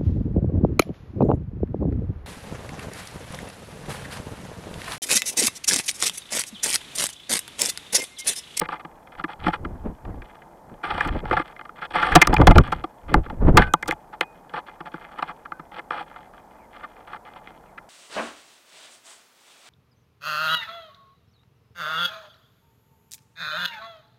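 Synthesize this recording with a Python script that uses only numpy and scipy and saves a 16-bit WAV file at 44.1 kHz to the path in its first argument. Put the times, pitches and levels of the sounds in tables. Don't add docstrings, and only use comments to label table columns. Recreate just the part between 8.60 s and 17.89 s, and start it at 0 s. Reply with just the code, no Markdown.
import sys
import numpy as np
from scipy import signal
from scipy.fft import rfft, irfft, next_fast_len
from scipy.io import wavfile
from scipy.ndimage import uniform_filter1d

SR = 44100
rng = np.random.default_rng(int(sys.argv[2]) if len(sys.argv) > 2 else 0)


def dump_mix(stems):
    frames = np.atleast_2d(stems).T
    limited = np.clip(frames, -1, 1)
    pcm = np.round(limited * 32767).astype(np.int16)
    wavfile.write(sys.argv[1], SR, pcm)


N = 409688


def amp(db):
    return 10 ** (np.asarray(db) / 20)


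def evened(x):
    return x / np.sqrt(np.mean(x ** 2) + 1e-20)


def mode(f, hz, width):
    return 1j * f * width / (hz ** 2 - f ** 2 + 1j * f * width)


def through(x, response):
    size = next_fast_len(len(x))
    f = np.fft.rfftfreq(size, 1 / SR)
    return irfft(rfft(x, size) * response(f), size)[:len(x)]


def wander(hz):
    return evened(through(rng.standard_normal(N), lambda f: 1 / (1 + (f / hz) ** 2)))


def add(mix, s, sound):
    part = mix[max(round(s * SR), 0):][:len(sound)]
    part += sound[:len(part)]


def boards(f):
    # f/Hz, half the width at half amplitude/Hz, level/dB
    board_modes = [(164.2, 24, 5.5), (324.2, 50, 0.5), (507, 55, 1), (730, 55, -2), (855.4, 44.4, 3),
                   (990, 32, -7), (1189, 72.3, 0.5), (1382, 92, -4), (1637, 110, -5), (1834, 150, -10),
                   (2081, 52.4, -4.5), (2416, 157, -9.5), (2953, 160, -15.5), (3317, 180, -13.5),
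                   (4276, 615, -24.5), (5660, 250, -36), (8030, 900, -38.5), (11000, 1500, -49)]
    response = 0
    for k, (hz, half_width, db) in enumerate(board_modes):
        sign = (-1) ** k
        response = response + sign * amp(db) * mode(f, hz, 2.01 * half_width) ** 2
    return response


def peak_evened(x):
    return x / np.sqrt(2 * uniform_filter1d(x ** 2, size=130).max())


def knock(db, hz, contact_s, click_db, thud_db):
    noise = rng.standard_normal((2, 6000))
    u = np.arange(6000) / SR / max(contact_s - .003, .0012)
    contact = u ** 0.7 * np.exp(-1.8 * u ** 2)

    def ring_response(f):
        near_place = 0.22 + mode(f, hz, .35 * hz)
        return boards(f) * near_place * 1j * f / (500 + 1j * f)

    ring = through(noise[0] * contact, ring_response)
    click = through(noise[1] * contact ** 2.0, lambda f: mode(f, 4900, 8000) ** 2 / (1 + 1j * f / 12000))
    thud = through(noise[0] * contact, lambda f: boards(f) * mode(f, 320, 400) ** 2)
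    return amp(db) * (peak_evened(ring) + amp(click_db) * peak_evened(click) + amp(thud_db) * peak_evened(thud))


def blows():
    # t/s, ring level/dB, struck f/Hz, contact/s, click against the ring/dB
    hard_blows = [(2.404, -11.5, 1590, .013, -29.5), (2.475, -30.5, 1740, .0052, -7.5),
                  (3.421, -11, 1530, .02, -34), (3.516, -14, 1810, .017, -28.5),
                  (3.551, 7, 680, .016, -14.5), (3.614, 2.5, 2080, .014, -16.5),
                  (3.671, -8.5, 940, .0068, -7.5), (3.74, -9, 970, .0071, -15.5),
                  (3.764, -11, 2530, .0073, -36.5), (3.781, -18, 785, .0036, -24),
                  (3.812, -6.5, 824, .009, -33), (3.869, 6, 660, .01, -22), (3.906, -3.5, 650, .014, -30.5),
                  (3.981, 1.5, 1420, .0046, -15), (4.074, -28, 1190, .0075, -25),
                  (4.118, -12, 1000, .018, -28), (4.541, -1.5, 769, .003, -24),
                  (4.969, 8.5, 1050, .013, -21), (5.019, -8, 1620, .0063, -37),
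                  (5.137, -1.5, 1300, .004, -14), (5.225, -18.5, 2140, .0089, -18),
                  (5.257, -31, 1000, .0081, -21), (5.275, -21, 850, .017, -6),
                  (5.309, -13, 2290, .0043, -15), (5.319, -19, 850, .011, -22),
                  (5.608, -9.5, 2900, .0077, -20)]
    thud_at_700_hz_db, thud_db_per_octave = -5.0, -15
    out = np.zeros(N)
    for s, db, hz, contact_s, click_db in hard_blows:
        thud_db = thud_at_700_hz_db + thud_db_per_octave * np.log2(hz / 700)
        add(out, s, knock(db, hz, contact_s, click_db, thud_db))
    return out


def steps():
    # t/s, ring level/dB, struck f/Hz
    footfalls = [(.012, -16, 500), (.246, -28.5, 774), (.638, -18, 1290), (.863, -12, 950),
                 (.879, -12, 700), (1.046, -22, 1290), (1.617, -35, 2030), (1.816, -40.5, 1760),
                 (2.708, -10.5, 1230), (2.793, -16, 1240), (3.726, -6, 830), (3.954, -8, 740),
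                 (4.237, -17, 728), (4.659, -29, 1260), (5.285, -19, 330), (6.203, -26.5, 1150),
                 (6.338, -23.5, 1266), (6.993, -29.5, 1053)]
    out = np.zeros(N)
    for s, db, hz in footfalls:
        add(out, s, knock(db, hz, contact_s=.011, click_db=-52, thud_db=-3.5))
    return out


def taps():
    # t/s, ring level/dB, struck f/Hz, contact/s
    light_taps = [(.087, -20.5, 1190, .0054), (.115, -20, 1190, .027), (.594, -23, 1260, .0085),
                  (.929, -19, 1410, .017), (1.448, -33, 800, .01), (2.311, -20, 1280, .0059),
                  (2.376, -19, 880, .011), (2.652, -24, 780, .0076), (2.724, -12.5, 747, .019),
                  (2.765, -12, 1270, .016), (2.962, -35, 1800, .006), (2.991, -30, 1770, .0075),
                  (3.01, -30, 1780, .0061), (3.05, -33, 1300, .01), (3.09, -28.5, 1290, .0083),
                  (3.217, -24, 1320, .02), (4.696, -26.5, 790, .012), (5.524, -30.5, 840, .029),
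                  (5.934, -22.5, 830, .016), (5.971, -23, 914, .021), (6.082, -32, 1296, .008),
                  (6.268, -29.5, 825, .011), (6.584, -21, 1040, .017), (6.623, -13.5, 1020, .009),
                  (6.678, -25, 1100, .035), (6.85, -28, 1280, .015), (6.918, -20.5, 1160, .0067),
                  (7.305, -15, 1400, .0064), (7.402, -25.5, 850, .019), (7.558, -32, 1320, .012),
                  (8.231, -28, 1300, .021), (8.528, -26.5, 1270, .012), (8.756, -33.5, 840, .016),
                  (8.872, -33, 1460, .0049), (9.175, -31, 1900, .016)]
    out = np.zeros(N)
    for s, db, hz, contact_s in light_taps:
        add(out, s, knock(db, hz, contact_s, click_db=-48, thud_db=-20))
    return out


def scrabble_pressure():
    # t/s, length/s, starting pressure level/dB
    scrapes = [(0.0, .065, -36), (.087, .093, -41), (.191, .027, -42), (.464, .022, -46), (.514, .045, -42),
               (.572, .05, -41), (.675, .07, -39), (.785, .06, -43), (.835, .08, -35), (.918, .05, -32),
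               (1.635, .13, -55), (2.226, .27, -30), (2.498, .11, -39), (2.65, .06, -43), (2.71, .12, -36),
               (2.836, .096, -48), (3.15, .065, -46), (3.208, .062, -36), (3.3, .03, -36), (3.33, .25, -23),
               (3.63, .4, -41), (4.03, .09, -40), (4.12, .1, -47), (4.475, .07, -40), (5.272, .07, -36),
               (5.612, .03, -37), (5.724, .057, -55), (5.883, .05, -50), (5.94, .07, -40),
               (6.054, .11, -52), (6.25, .04, -38), (6.312, .25, -50), (6.547, .18, -46), (7.11, .05, -44),
               (7.156, .05, -35), (7.36, .08, -40), (7.45, .23, -51), (7.727, .081, -55), (8.124, .14, -45),
               (8.265, .2, -57), (8.466, .11, -43), (8.643, .053, -45), (8.694, .17, -54)]
    # t/s, starting pressure level/dB
    scatters = [(3.552, -19), (4.627, -47), (4.98, -21), (7.31, -29), (8.875, -46)]
    ease_db = -3.0
    settle_db_per_s, settle_s = -190, .11
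    pressure = np.full(N, amp(-65))
    strokes = [(s, length, db, ease_db) for s, length, db in scrapes]
    strokes += [(s, settle_s, db, settle_db_per_s * settle_s) for s, db in scatters]
    for s, length, from_db, change_db in strokes:
        db = from_db + np.linspace(0, change_db, round(length * SR))
        fade = signal.windows.tukey(len(db), min(0.02 / length, 1))
        add(pressure, s, amp(db) * fade)
    return pressure


def scrabble():
    spots_hz = [830, 1300, 2080, 3300, 9000]
    grains_per_s = 2000
    rush_db, lightest_share = -32, .11
    pressure = scrabble_pressure()
    share = np.clip(pressure / amp(rush_db), lightest_share, 1)
    count = next_fast_len(N)
    f = np.fft.rfftfreq(count, 1 / SR)
    wood = boards(f) * 1j * f / (280 + 1j * f)
    clumps_db = 3 * np.clip(wander(50.), -2, 2)
    out, full_rush = 0, 0
    for hz in spots_hz:
        size_db = 3 * np.minimum(rng.exponential(1, N), 3) + 3 * np.clip(wander(25.), -2, 2)
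        size = amp(size_db + clumps_db) * rng.standard_normal(N)
        lot = rng.random(N) * SR / grains_per_s
        spot = wood * (.25 + mode(f, hz, .4 * hz))
        moved = size * (lot < share) * pressure / np.sqrt(share)
        out = out + rfft(moved, count) * spot
        full_rush = full_rush + rfft(size * (lot < 1), count) * spot
    return amp(2.0) * irfft(out, count)[:N] / np.std(irfft(full_rush, count))


def gusts():
    # t/s at the middle, level/dB; the nearer the wing, the stronger
    wing_beats = [(.033, -48), (.606, -49), (.86, -32), (1.04, -33), (1.13, -34), (1.278, -27),
                  (1.493, -32), (1.574, -36), (2.123, -44.5), (2.349, -35), (2.468, -30), (2.538, -24),
                  (2.65, -32), (2.747, -30), (3.37, -44), (3.46, -42), (3.557, -18.5), (3.717, -17),
                  (3.816, -8), (3.897, 0), (3.987, -2.5), (4.08, -34), (4.18, -36), (4.51, -31),
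                  (4.575, -14), (4.72, -33), (4.83, -19), (4.882, -8.5), (4.95, -13), (5.0, -14),
                  (5.07, -30), (5.293, -42)]
    shortest_s, longer_s_per_db = .04, .0018
    push = evened(through(rng.standard_normal(N), lambda f: mode(f, 27, 47) / (1 + 1j * f / 220) ** 2))
    bursts = amp(5.6 * np.clip(wander(20.0), -2, 2))
    eddies = through(rng.standard_normal(N) * bursts, lambda f: mode(f, 180, 330) / (1 + 1j * f / 1200) ** 3)
    eddies = amp(-0.8) * evened(eddies)
    t, out = np.arange(N) / SR, np.zeros(N)
    for s, db in wing_beats:
        length = shortest_s - longer_s_per_db * db
        near = slice(max(round((s - .3) * SR), 0), round((s + .3) * SR))
        swell = np.exp(-.9 * abs(2 * (t[near] - s) / length) ** 1.6)
        gust = (push[near] + eddies[near] * swell) * swell
        out[near] += amp(db) * gust * np.linalg.norm(swell) / np.linalg.norm(gust)
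    return out


def fitting():
    # f/Hz, time to fall by 60 dB/s
    metal_modes = [(1513, .35), (1577, .3), (2482, .45)]
    # t/s, then the starting level/dB of each mode
    rings = [(3.985, -46, -46, -50), (4.985, -19, -23, -60), (5.07, -60, -60, -50), (5.612, -70, -70, -47),
             (6.925, -46, -52, -70)]
    out, t = np.zeros(N), np.arange(SR // 2) / SR
    for s, *levels_db in rings:
        for (hz, t60), db in zip(metal_modes, levels_db):
            add(out, s, amp(db - 60 * t / t60) * np.sin(2 * np.pi * hz * t))
    return out


def far_calls():
    # t/s, length/s, from f/Hz, to f/Hz, level before the blur/dB
    glides = [(1.49, .05, 2150, 1850, -57), (1.8, .24, 330, 355, -53), (7.97, .11, 2620, 1900, -59),
              (9.05, .075, 2750, 1900, -60)]
    out = np.zeros(N)
    for s, length, from_hz, to_hz, db in glides:
        hz = np.linspace(from_hz, to_hz, round(length * SR))
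        swell = np.hanning(len(hz)) ** .5
        add(out, s, amp(db) * swell * np.sin(2 * np.pi * np.cumsum(hz) / SR))
    blur = .6 + .8 * wander(150.)
    return out * blur


def air():
    # f/Hz, relative level per Hz/dB
    spectrum = [(15, -47), (25, -0.5), (108, -8.5), (177, -4), (349, -7), (568, -5), (878, -0.5),
                (1150, -12), (1680, -19), (2820, -36.5), (6040, -34), (14400, -35.5), (16500, -56.5)]
    hz, db = np.transpose(spectrum)
    hum = through(rng.standard_normal(N), lambda f: amp(np.interp(np.log(f + 1), np.log(hz), db)))
    return amp(-50) * evened(hum)


def scene():
    table = blows() + steps() + taps() + scrabble()
    mix = table + gusts() + fitting() + far_calls() + air()
    return mix[None]


def record(dry):
    overload = 0.74
    clipped = dry / (1 + abs(dry / overload) ** 8.) ** (1 / 8.)
    low_pass = signal.firwin(255, 16500, window=("kaiser", 9), fs=SR)
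    return signal.oaconvolve(clipped, low_pass[None], "same")


dry = scene()
out = record(dry)
dump_mix(out)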